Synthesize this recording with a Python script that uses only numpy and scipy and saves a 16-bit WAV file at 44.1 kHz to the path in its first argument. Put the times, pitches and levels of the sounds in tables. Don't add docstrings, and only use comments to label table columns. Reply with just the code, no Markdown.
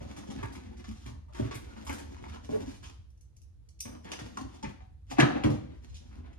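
import sys
import numpy as np
from scipy import signal
from scipy.fft import rfft, irfft, next_fast_len
from scipy.io import wavfile
from scipy.ndimage import uniform_filter1d, map_coordinates

SR = 44100
rng = np.random.default_rng(int(sys.argv[2]) if len(sys.argv) > 2 else 0)


def master(y):
    cut = np.clip(np.atleast_2d(y).T, -1, 1)
    pcm = np.round(cut * 32767)
    wavfile.write(sys.argv[1], SR, pcm.astype(np.int16))


N = 281530

# [f/Hz, width/Hz, level/dB]
PANEL_MODES = [(167.8, 6.3, -14.5), (211, 34.4, -1), (278, 27, 0), (317, 22, -1), (359.7, 22, -6.5),
               (420, 41, -6.5), (476, 150, -8), (665, 88, -12.5), (754, 84, -14)]
# [f/Hz, width/Hz, level/dB]
UTENSIL_MODES = [(780, 410, 9), (1290, 150, 0), (1630, 150, -3.5), (2380, 220, -23.5), (2730, 200, -8),
                 (3820, 4100, -4)]
# [f/Hz, level/dB]
DULL_COLOUR = [(60, -26), (300, 11), (600, 3.5), (1000, 2.5), (2000, 2), (3000, -4.5), (4500, -11),
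               (8000, -56)]
# [f/Hz, level/dB]
BRIGHT_COLOUR = [(1500, -11.5), (3000, 9.5), (4500, 6), (6500, 7.5), (8000, -5), (10000, -3), (12000, -30),
                 (14200, -19.5), (14700, -59)]
# [f/Hz, level/dB]
SIZZLE_COLOUR = [(5000, -26.5), (8000, -6), (10800, -4), (12200, -15.5), (13700, -5.5), (14300, -25.5),
                 (14600, -59), (15500, -53.5)]


def amp(db):
    return 10 ** (np.asarray(db) / 20)


def unit(x):
    return x / np.sqrt(np.mean(x ** 2) + 1e-20)


def along(points, hz):
    f, v = np.transpose(points)
    return np.interp(np.log(hz + 1), np.log(f + 1), v)


def coloured(points, f):
    return amp(along(points, f))


def curves(rows):
    s, *cols = np.transpose(rows)
    return [np.interp(np.arange(N) / SR, s, c) for c in cols]


def filtered(x, response):
    m = next_fast_len(x.shape[-1] + 8192)
    spectrum = rfft(x, m) * response(np.fft.rfftfreq(m, 1 / SR))
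    return irfft(spectrum, m)[..., :x.shape[-1]]


def wobble(rate):
    knots = rng.standard_normal(int(N * rate / SR) + 4)
    return map_coordinates(knots, [np.arange(N) * rate / SR])


def ring(f, hz, width_hz):
    return 1j * f * width_hz / (hz * hz - f * f + 1j * f * width_hz)


def body(modes, scatter_db=0):
    gains = amp(scatter_db * rng.standard_normal(len(modes)))

    def response(f):
        return sum((-1) ** k * gains[k] * amp(db) * ring(f, hz, width)
                   for k, (hz, width, db) in enumerate(modes))
    return response


def grit(size, spread_db):
    return rng.standard_normal(size) * amp(spread_db * rng.standard_normal(size))


def blow(length, response, spread_db, rise, firm):
    t = np.arange(SR // 4) / SR
    rise = max(rise, 3e-4)
    envelope = (1 - np.exp(-t / rise)) * np.exp(-t / max(0.43 * length, 1e-3))
    force = grit(len(t), spread_db) * envelope
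    force[round(rise * SR)] = firm * np.linalg.norm(force)
    sound = filtered(force, response)
    return sound / np.sqrt(uniform_filter1d(sound ** 2, size=400).max())


def add(track, s, sound):
    start = round(s * SR)
    track[..., start:][..., :sound.shape[-1]] += sound[..., :N - start]


def hum():
    # [f/Hz, level/dB]
    hum_colour = [(12, -41.5), (20, -31.5), (32, -26), (47, -4), (70, 4), (145, -17.5), (288, -35.5),
                  (420, -62), (480, -31.5), (500, -52), (650, -81), (1100, -120)]
    # [t/s, level/dB]
    hum_course = [(0, -49), (2.8, -48.5), (3.3, -54), (4.1, -52), (6.38, -48.5)]
    # [t/s, level/dB]
    swells = [(0.02, -45), (0.42, -51), (0.7, -57), (0.91, -50), (1.43, -44), (1.9, -50), (2.52, -59),
              (2.84, -61), (3.0, -56), (4.12, -57), (4.46, -46), (4.66, -48), (5.21, -53), (5.46, -36.5),
              (5.769, -65), (5.93, -44), (6.2, -56.5)]
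    swell_s = .032
    noise = rng.standard_normal((3, N))
    shared, left, right = filtered(noise, lambda f: coloured(hum_colour, f))
    apart = filtered(np.array([left, right]), lambda f: 0.068 + 0.59 * ring(f, 130, 410))
    t = np.arange(N) / SR
    level = amp(curves(hum_course)[0])
    level = level + sum(amp(db) * np.exp(-((t - s) / swell_s) ** 2) for s, db in swells)
    return level * unit(shared + apart) * amp([[-.7], [.7]])


def hiss():
    # [f/Hz, level/dB]
    hiss_colour = [(180, -55.5), (300, 6.5), (417, -4), (1140, -13), (2680, -18.5), (3910, -17),
                   (5900, -20), (9840, -24.5), (10900, -19.5), (15300, -48.5)]
    noise = rng.standard_normal((2, N))
    return amp(-79) * unit(filtered(noise, lambda f: coloured(hiss_colour, f)))


def strokes():
    # [t/s, length/s, utensil scrape level/dB, drawer rumble level/dB, rustle level/dB]
    stroke_table = [(0.0, 0.51, -62, -54, -67.5), (0.288, 0.37, -62.5, -54.5, -71),
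                    (0.672, 0.13, -67.5, -57.5, -77), (0.862, 0.23, -62.5, -73, -62),
                    (1.378, 0.19, -54.5, -52, -64), (1.63, 0.33, -61, -56, -67),
                    (1.961, 0.19, -65, -58, -70), (2.214, 0.2, -62, -57, -69),
                    (2.457, 0.25, -61, -53.5, -61), (2.846, 0.071, -63, -61.5, -67.5),
                    (3.884, 0.071, -59, -51.5, -73), (4.052, 0.31, -65.5, -55.5, -68),
                    (4.333, 0.39, -64.5, -57.5, -69), (5.117, 0.011, -54.5, -67.5, -55),
                    (5.25, 0.15, -47, -40, -69.5), (5.452, 0.095, -59.5, -44, -62),
                    (5.586, 0.15, -67, -58, -82), (5.788, 0.4, -71.5, -66.5, -75),
                    (6.112, 0.25, -67, -65, -86)]
    # [rumble/dB, scrape/dB, rustle/dB, sizzle/dB]
    resting_db = [-84.5, -91.5, -105, -100.5]
    attack_s, release_s = .06, 0.052
    sizzle_under_rustle_db = 13.5
    t = np.arange(N) / SR
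    power = amp(np.array(resting_db)[:, None] + 0 * t) ** 2
    for s, length, scrape_db, rumble_db, rustle_db in stroke_table:
        swell = (t - s) / attack_s + 1
        let_go = (s + length - t) / release_s + 1
        shape = np.clip(np.minimum(swell, let_go), 0, 1) ** 2
        levels_db = [[rumble_db], [scrape_db], [rustle_db], [rustle_db - sizzle_under_rustle_db]]
        power = power + (amp(levels_db) * shape) ** 2
    return np.sqrt(power)


def jostles():
    per_s, centre_hz, span_db, decay_cycles = 160, 1398, 14, 2.5
    count = round(per_s * N / SR)
    when, pitch, size = rng.random(count), rng.standard_normal(count), rng.random(count)
    hz = np.clip(centre_hz * np.exp(.5 * pitch), 400, 4000)[:, None]
    t = np.arange(SR // 40) / SR
    strength = amp(span_db * size ** 2)[:, None] * np.sqrt(centre_hz / hz)
    envelope = np.exp(-t * hz / decay_cycles) * (1 - np.exp(-t / 0.0011))
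    knocks = strength * np.sin(2 * np.pi * hz * t) * envelope
    at = (when * N).astype(int)[:, None] + np.arange(len(t))
    return unit(np.bincount(at.ravel(), knocks.ravel(), minlength=N)[:N])


def sliding():
    wood, tools = body(PANEL_MODES), body(UTENSIL_MODES)
    colours = [lambda f: wood(f) / (1 + 1j * f / 600) ** 2,
               lambda f: coloured(DULL_COLOUR, f) * (6.9 + 0.11 * tools(f)),
               lambda f: coloured(BRIGHT_COLOUR, f),
               lambda f: coloured(SIZZLE_COLOUR, f)]
    clumps_db = 4 * wobble(45)
    caught = rng.random(N) < 70 / SR
    snags = 12 * caught * rng.standard_normal(N)
    gains = strokes()
    out = amp(-3.5) * gains[1] * jostles()
    for gain, colour in zip(gains, colours):
        force = unit(grit(N, spread_db=7.0)) + snags
        unevenness = amp(clumps_db + 0.36 * wobble(30))
        out += gain * unevenness * unit(filtered(force, colour))
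    return out


def clacks():
    # [t/s, level/dB, treble level/dB, sizzle level/dB, strongest ring f/Hz, ring level/dB,
    # ring width over pitch (held to 0.02-1), rattle length/s, room share level/dB]
    clack_table = [(0.005, -44, -26, -37, 626, 19, 0.18, 0.045, -6.5),
                   (0.063, -61.5, -5.5, -31, 1230, -8, .1, 0.19, 9.5),
                   (0.163, -43.5, -9, -11, 1340, -15, 0.11, 0.049, 1.5),
                   (0.233, -45, -25, -30, 1000, 20, 0.16, 0.013, -9),
                   (0.27, -49, -9, -27, 397, 15, .1, 0.044, 0),
                   (0.301, -46, -7.5, -19, 890, 5, 0.12, 0.021, 5),
                   (0.378, -46, -24, -40, 1650, 2, 0.032, 0.039, 7),
                   (0.428, -32, -26, -21.5, 1000, 17, 0.4, 0.016, -2),
                   (0.431, -40.5, -17, -25, 2280, 10, 0.26, 0.013, -2),
                   (0.435, -39, -30, -30, 1656, 26, 0.044, 0.062, -15),
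                   (0.454, -37, -30, -21, 1000, 10, 0.17, 0.015, -15),
                   (0.522, -49, -16, -9, 880, 12, .1, 0.015, 4.5),
                   (0.551, -44, -9.5, -12.5, 2280, -3, 0.15, 0.027, -3.5),
                   (0.767, -61, -3, -6, 3120, 2, .1, 0.046, 3),
                   (0.841, -46.5, -9.5, -42, 1220, 5, 0.14, 0.029, 2.5),
                   (0.912, -48, -10, -9, 940, 1, 0.15, 0.0084, 2),
                   (1.058, -50.5, -30, -20, 890, 6, 0.29, 0.097, 2),
                   (1.059, -49, -18, -25, 2500, 18, .3, 0.013, 1.5),
                   (1.282, -58, -28, -22, 940, 20, 0.2, 0.02, 2),
                   (1.288, -59, -25, -25, 600, 15, .12, 0.033, 5),
                   (1.324, -55.5, -5, -9, 1340, -4, .1, 0.046, 2.5),
                   (1.345, -43.5, -11.5, -16, 880, -1, 0.15, 0.08, 2.5),
                   (1.395, -42, -11.5, -14, 900, -1, .3, 0.027, 0),
                   (1.421, -43, -17, -20, 634, 8, .1, .06, -4),
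                   (1.51, -35, -14.5, -35, 1120, 2, 0.059, 0.026, 0.5),
                   (1.542, -44, -13, -2.5, 2310, 43, 0.081, 0.029, -0.5),
                   (1.764, -44.5, -21, -37, 950, 8, 0.081, 0.028, -3),
                   (1.847, -55, -17, -1.5, 2210, -17, .1, 0.049, 3.5),
                   (1.866, -37.5, -8, -8.5, 965, 14, 0.28, 0.036, 1.5),
                   (1.893, -32.5, -25, -14, 2260, 13, 0.16, 0.013, -2),
                   (1.897, -32, -23, -20.5, 1020, 5, 0.35, 0.027, -2.5),
                   (1.908, -36, -15, -22, 1650, 3, 0.37, 0.028, 2),
                   (1.924, -44, -13, -2.5, 1330, 24, .1, 0.055, -3),
                   (1.982, -41, -14, -10, 1600, -1, .1, 0.017, 2.5),
                   (2.165, -44.5, -16, -35, 960, 20, .2, 0.011, -1),
                   (2.175, -52.5, -12, -35, 2300, -5, .3, .06, -1),
                   (2.239, -37.5, -31, -43, 920, 20, 0.2, 0.0093, -4),
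                   (2.2395, -47, -20, -40, 2220, 22, .2, 0.0074, -4),
                   (2.253, -45.5, -17.5, -43, 1210, 1, .2, 0.03, -9),
                   (2.264, -43, -23, -43, 920, 22, .15, .009, -7),
                   (2.284, -49, -25, -40, 1250, 12, .2, .012, -5),
                   (2.32, -52, -18, -32, 3020, 7, 0.28, 0.033, 5.5),
                   (2.325, -52, -25, -35, 950, 20, .15, .01, -5),
                   (2.343, -45, -27, -35, 1050, 14, 0.39, 0.0089, -3),
                   (2.359, -40, -27, -31, 1000, 17, 0.27, 0.0072, -6),
                   (2.368, -44.5, -21, -31, 1050, 18, 0.45, 0.016, -6),
                   (2.486, -61, -30, -17, 930, 7, 0.22, 0.037, -2),
                   (2.521, -45.5, -34, -19, 920, 1, 0.22, 0.18, 1),
                   (2.739, -55, -7, -4.5, 2340, 5, 0.13, 0.044, 0.5),
                   (2.827, -49.5, -6, -11, 1080, 9, 0.16, 0.077, 1.5),
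                   (2.839, -47, -9, -18, 3070, 27, 0.13, 0.028, 4.5),
                   (2.898, -47.5, -7, -14, 950, 6, .1, 0.005, -9),
                   (3.853, -41.5, -30, -35, 2300, -9, 0.18, 0.02, 3),
                   (4.05, -43.5, -37, -56, 930, -18, 0.089, 0.19, 0.5),
                   (4.117, -34, -3, -13, 1640, 2, 0.099, 0.0059, 5),
                   (4.134, -34, -20, -20, 2270, 6, 0.078, 0.019, -9.5),
                   (4.189, -36, -12.5, -18, 1650, -5, 0.14, 0.014, 3),
                   (4.371, -28.5, -15.5, -23, 1040, 36, 0.051, 0.014, -4.5),
                   (4.383, -39.5, -13, -22, 830, 16, 0.17, 0.013, 1),
                   (4.409, -40.5, -11, -16, 900, 11, .3, 0.015, -1.5),
                   (4.54, -53.5, -7, -21, 770, 23, 0.089, 0.032, 0.5),
                   (4.626, -34, -11.5, -46, 893, 18.5, 0.06, 0.032, -4),
                   (4.643, -37, -25, -38, 2150, -1, 0.35, 0.032, 2.5),
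                   (4.804, -51.5, -23, -41, 780, 15, 0.12, 0.046, 0),
                   (5.098, -51, -6, -25, 2700, 10.5, .15, .02, 7),
                   (5.113, -32.5, -17.5, -18, 770, 21, 0.043, 0.022, -1),
                   (5.168, -40.5, -29, -46, 2160, -5, 0.13, 0.036, 10),
                   (5.183, -19, -23, -43.5, 780, 21, 0.27, 0.018, 5.5),
                   (5.189, -20, -31, -30, 1670, 17, 0.18, 0.018, 5),
                   (5.199, -14.5, -14, -35, 2360, 26.5, 0.17, 0.01, -7.5),
                   (5.205, -15.5, -16, -27.5, 3200, 20, 0.43, 0.012, -6),
                   (5.222, -18.5, -35, -40, 1220, 3, 0.14, 0.03, -3),
                   (5.255, -31.5, -24.5, -40, 760, 13.5, .15, 0.022, -4.5),
                   (5.3, -31, -25, -40, 656, 11.5, .15, .02, -1),
                   (5.36, -34, -28, -54, 770, 16, 0.11, 0.017, 6),
                   (5.436, -27.5, -16, -19, 2850, 3, 0.14, 0.013, -3.5),
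                   (5.444, -27, -25, -31, 780, 5, 0.16, 0.032, -1),
                   (5.501, -40.5, -9.5, -9.5, 649, 19, .15, 0.018, -3.5),
                   (5.891, -73, 8.5, -25.5, 605, -2, 0.094, 0.021, 4.5),
                   (5.942, -61, 7, -13, 2660, -7, .1, 0.036, 1.5),
                   (5.957, -67, -5, -29, 2000, 1, .3, 0.036, -0.5),
                   (6.329, -59.5, -7.5, -21, 2300, 2, .2, 0.016, -1.5)]
    crest_db = 4
    firm_s = .008
    out = np.zeros((2, N))
    for s, db, treble_db, sizzle_db, hz, ring_db, width, length, room_db in clack_table:
        tools = body(UTENSIL_MODES, scatter_db=3)
        width_hz = np.clip(width, .02, 1) * hz

        def metal(f):
            rings = 0.7 + 0.086 * tools(f) + amp(ring_db) * ring(f, hz, width_hz)
            return coloured(DULL_COLOUR, f) * rings

        def edge(f):
            treble = amp(along(BRIGHT_COLOUR, f) + treble_db)
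            return treble + amp(along(SIZZLE_COLOUR, f) + sizzle_db)
        firm = min(1, firm_s / max(length, 1e-3))
        clack = blow(length, metal, spread_db=5.0, rise=.0015, firm=firm)
        chatter = blow(length, edge, spread_db=9.0, rise=0.0036, firm=0.077)
        sound = amp(db - crest_db) * clack + amp(db + max(treble_db, sizzle_db)) * chatter
        add(out, s, sound * amp([[0], [room_db]]))
    return out


def bumps():
    # [t/s, level/dB, boom level/dB, boom f/Hz,
    # upper panels level/dB before a common lift, strongest ring f/Hz, rattle length/s]
    bump_table = [(0.009, -37, -13, 112, -6, 250, 0.015), (0.049, -40.5, -1.5, 113, -23, 244, 0.029),
                  (0.18, -39.5, -23, 113, -33, 212, 0.043), (0.285, -33.5, -15, 114, -33, 212, 0.016),
                  (0.356, -33, -10, 111.5, -18, 290, 0.093), (0.428, -35.5, 2.5, 112, 17, 158, 0.0074),
                  (0.879, -35.5, -13, 113, -29, 218, 0.1), (1.058, -37.5, -2.5, 112, -25, 257, 0.18),
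                  (1.396, -21, -11, 113.5, -28, 283, 0.0078), (1.413, -29.5, -5, 113, -18, 227, 0.022),
                  (1.44, -32, -5, 113, -20, 300, 0.048), (1.541, -51, 13, 110, -28, 288, 0.021),
                  (1.893, -32.5, -9, 99, -12, 308, 0.16), (2.195, -45, -1, 119, -16, 298, 0.072),
                  (2.49, -32, -5.5, 111, -5, 228, 0.18), (2.545, -28.5, -18, 113, 6, 427, 0.083),
                  (2.625, -33.5, -12, 113, -22, 293, 0.069), (2.673, -32.5, -22, 114, -38, 280, 0.02),
                  (2.706, -52, -16, 113, -24, 279, 0.023), (2.83, -55, -7, 160, -22, 254, 0.02),
                  (3.851, -39.5, -4, 104, -7, 243, 0.23), (4.213, -36, -3, 106, -27, 204, 0.037),
                  (4.371, -37, -11.5, 110, -25, 305, .05), (4.412, -32, -11.5, 101, -21, 263, 0.0094),
                  (4.447, -37, -19, 105, -19, 275, 0.02), (4.634, -31, -9, 113, -12.5, 229, 0.032),
                  (4.652, -35, -0.5, 138, -14, 202, .03), (5.118, -36.5, -6, 112, -10, 282, 0.036),
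                  (5.184, -11, -12.5, 152, -12.5, 240, 0.013), (5.19, -14.5, -6.5, 124, -28.5, 280, 0.042),
                  (5.205, -15, -6, 124, -13, 297, 0.025), (5.227, -15.5, -14.5, 146, -5.5, 302, 0.01),
                  (5.281, -28, -12.5, 140, -8, 275, 0.034), (5.352, -23, -18, 113, -7, 275, 0.024),
                  (5.441, -17.5, -1.5, 110, -1.5, 268, 0.016), (5.466, -19, -6, 137, -16, 227, 0.0096),
                  (5.497, -25.5, -0.5, 103, -7, 164, 0.071), (5.547, -36.5, -3.5, 99, 1.5, 225, .03),
                  (6.178, -44.5, -6, 113, -29, 245, 0.15)]
    crest_db, room_db = 4, -2.5
    out = np.zeros((2, N))
    for s, db, deep_db, deep_hz, upper_db, hz, length in bump_table:
        wood = body(PANEL_MODES, scatter_db=3)

        def soft(f):
            blunt = 1 / (1 + 1j * f / 450) ** 2
            upper = amp(upper_db + 7.5) * ring(f, 470, 540)
            return (wood(f) + 2.9 * ring(f, hz, 36.0)) * (blunt + upper)

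        def boom(f):
            return ring(f, deep_hz, 36) ** 2
        panels = blow(length, soft, spread_db=-2.0, rise=0.002805, firm=0.65)
        cabinet = blow(length, boom, spread_db=-2.5, rise=0.0055, firm=0.62)
        sound = amp(db - crest_db) * (panels + amp(deep_db) * cabinet)
        add(out, s, sound * amp([[0], [room_db]]))
    return out


def chinks():
    # [t/s, level/dB]
    chink_table = [(0.7701, -74), (0.8899, -72)]
    # [f/Hz, level/dB before random scatter, t60/s]
    steel_modes = [(3770, 1, 0.11), (5200, 12, 0.1), (7300, -11, .08)]
    out, t = np.zeros(N), np.arange(SR // 4) / SR
    for s, db in chink_table:
        for hz, level_db, t60 in steel_modes:
            decay = amp(level_db + 2.8 * rng.standard_normal() - 60 * t / t60)
            add(out, s, amp(db) * decay * np.sin(2 * np.pi * hz * t))
    return out


def groan():
    # [t/s, f/Hz, level/dB before a small wobble]
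    groan_course = [(2.489, 434.4, -17), (2.51, 428.4, -62), (2.535, 431, -29), (2.557, 438, -23.5),
                    (2.575, 421, -43), (2.61, 419, -38), (2.64, 400, -66)]
    hz, db = curves(groan_course)
    t = np.arange(N) / SR
    to_ends = np.minimum(t - groan_course[0][0], groan_course[-1][0] - t)
    moving = np.clip(to_ends / 0.014, 0, 1)
    tone = np.sin(2 * np.pi * np.cumsum(hz) / SR)
    return np.sqrt(2) * amp(db + 0.64 * wobble(44.0)) * moving * tone


def ticks():
    # [t/s, level/dB, sizzle level/dB before a common lift, rattle length/s]
    tick_table = [(3.101, -67, -8, 0.013), (3.173, -68, -15, .009), (3.208, -58.5, -5, 0.0054),
                  (3.364, -56, -11, 0.012), (3.414, -59, -6, 0.025), (3.686, -55.5, -14, 0.01),
                  (3.789, -55, -32, 0.01), (3.8028, -28.5, 0, 0.008)]
    # [f/Hz, width/Hz, level/dB]
    skin_modes = [(2300, 390, -10), (3320, 220, -9), (4650, 660, -9), (5650, 390, 5), (6270, 640, 1),
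                  (7940, 170, 5), (9100, 300, 1), (9900, 300, 0.5), (10740, 530, 3.5), (11800, 280, 4),
                  (13200, 600, 3.5)]
    crest_db = 5.5
    out = np.zeros(N)
    for s, db, sizzle_db, length in tick_table:
        modes = body(skin_modes, scatter_db=1.5)

        def skin(f):
            sizzle = amp(along(SIZZLE_COLOUR, f) + sizzle_db + 8.0)
            return (modes(f) + 0.3) * (coloured(BRIGHT_COLOUR, f) + sizzle)
        add(out, s, amp(db - crest_db) * blow(length, skin, spread_db=8, rise=0.0043, firm=1.0))
    return out


def kitchen(x):
    # [f/Hz, t60/s]
    room_decay = [(100, 0.71), (300, 0.51), (1000, 0.51), (4000, 0.54), (12000, 0.35)]
    # [f/Hz, level/dB]
    echo_colour = [(100, -5), (300, -1.5), (1000, -1), (2500, -3), (6000, -0.5), (12000, -0.5)]
    step, delay = SR // 4, 130
    out = np.zeros((2, N + 3 * SR))
    padded, fade = np.pad(x, step), np.hanning(2 * step)
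    for start in range(0, N + step, step):
        hz, t, z = signal.stft(rng.standard_normal((2, SR * 3 // 4)), SR, nperseg=512)
        t60 = along(room_decay, hz)[:, None]
        nook = 1.11 * amp(-60 * t / (0.25 * t60))
        tail = signal.istft(z * (amp(-60 * t / t60) + nook), SR, nperseg=512)[1]
        piece = padded[start:start + 2 * step] * fade[:len(padded) - start]
        wet = signal.fftconvolve(piece[None], tail / np.linalg.norm(tail[0]), axes=1)
        out[:, start + delay:][:, :wet.shape[1]] += wet
    return filtered(out[:, step:step + N], lambda f: coloured(echo_colour, f))


def ports(pair):
    # [f/Hz, likeness 0-1]
    likeness = [(60, 0.75), (250, 0.84), (500, 0.69), (1000, 0.026), (2000, 0.096), (4000, 0.02),
                (8000, 0.17), (12000, 0.33)]
    # [f/Hz, phase/rad]
    left_lead = [(0, -0.5), (430, 3), (650, 3), (900, 1.83), (1210, 1.8), (1980, 2), (2410, 0.92),
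                 (3620, 2), (5940, 9.5), (7750, 7), (8700, 11), (10400, 10.5), (13000, 15), (14000, 14),
                 (15100, 17)]
    # [f/Hz, level/dB]
    left_lean = [(60, 3.5), (110, -0.5), (200, 9.5), (380, 0), (700, 8.5), (1280, 2.5), (2370, 9),
                 (4370, 0.5), (8070, 3), (14900, 5)]

    def split(f):
        turn = np.arccos(np.clip(along(likeness, f), -1, 1)) / 2
        return np.array([np.cos(turn), np.sin(turn)])

    def offset(f):
        hz, lead = np.transpose(left_lead)
        half = amp(along(left_lean, f) / 2) * np.exp(.5j * np.interp(f, hz, lead))
        return np.array([half, 1 / half])
    shared, apart = filtered(pair, split)
    return filtered(np.array([shared + apart, shared - apart]), offset)


def scene():
    direct, sent = clacks() + bumps() + ticks() + chinks() + sliding()
    silent = np.zeros(N)
    through_counter = np.array([groan(), silent])
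    drawer = ports(kitchen(sent) + [direct, silent] + through_counter)
    pan_db = -4
    return drawer * amp([[pan_db / 2], [-pan_db / 2]]) + hum() + hiss()


def record(dry):
    top_hz = 15500
    return filtered(dry, lambda f: f < top_hz)


dry = scene()
out = record(dry)
master(out)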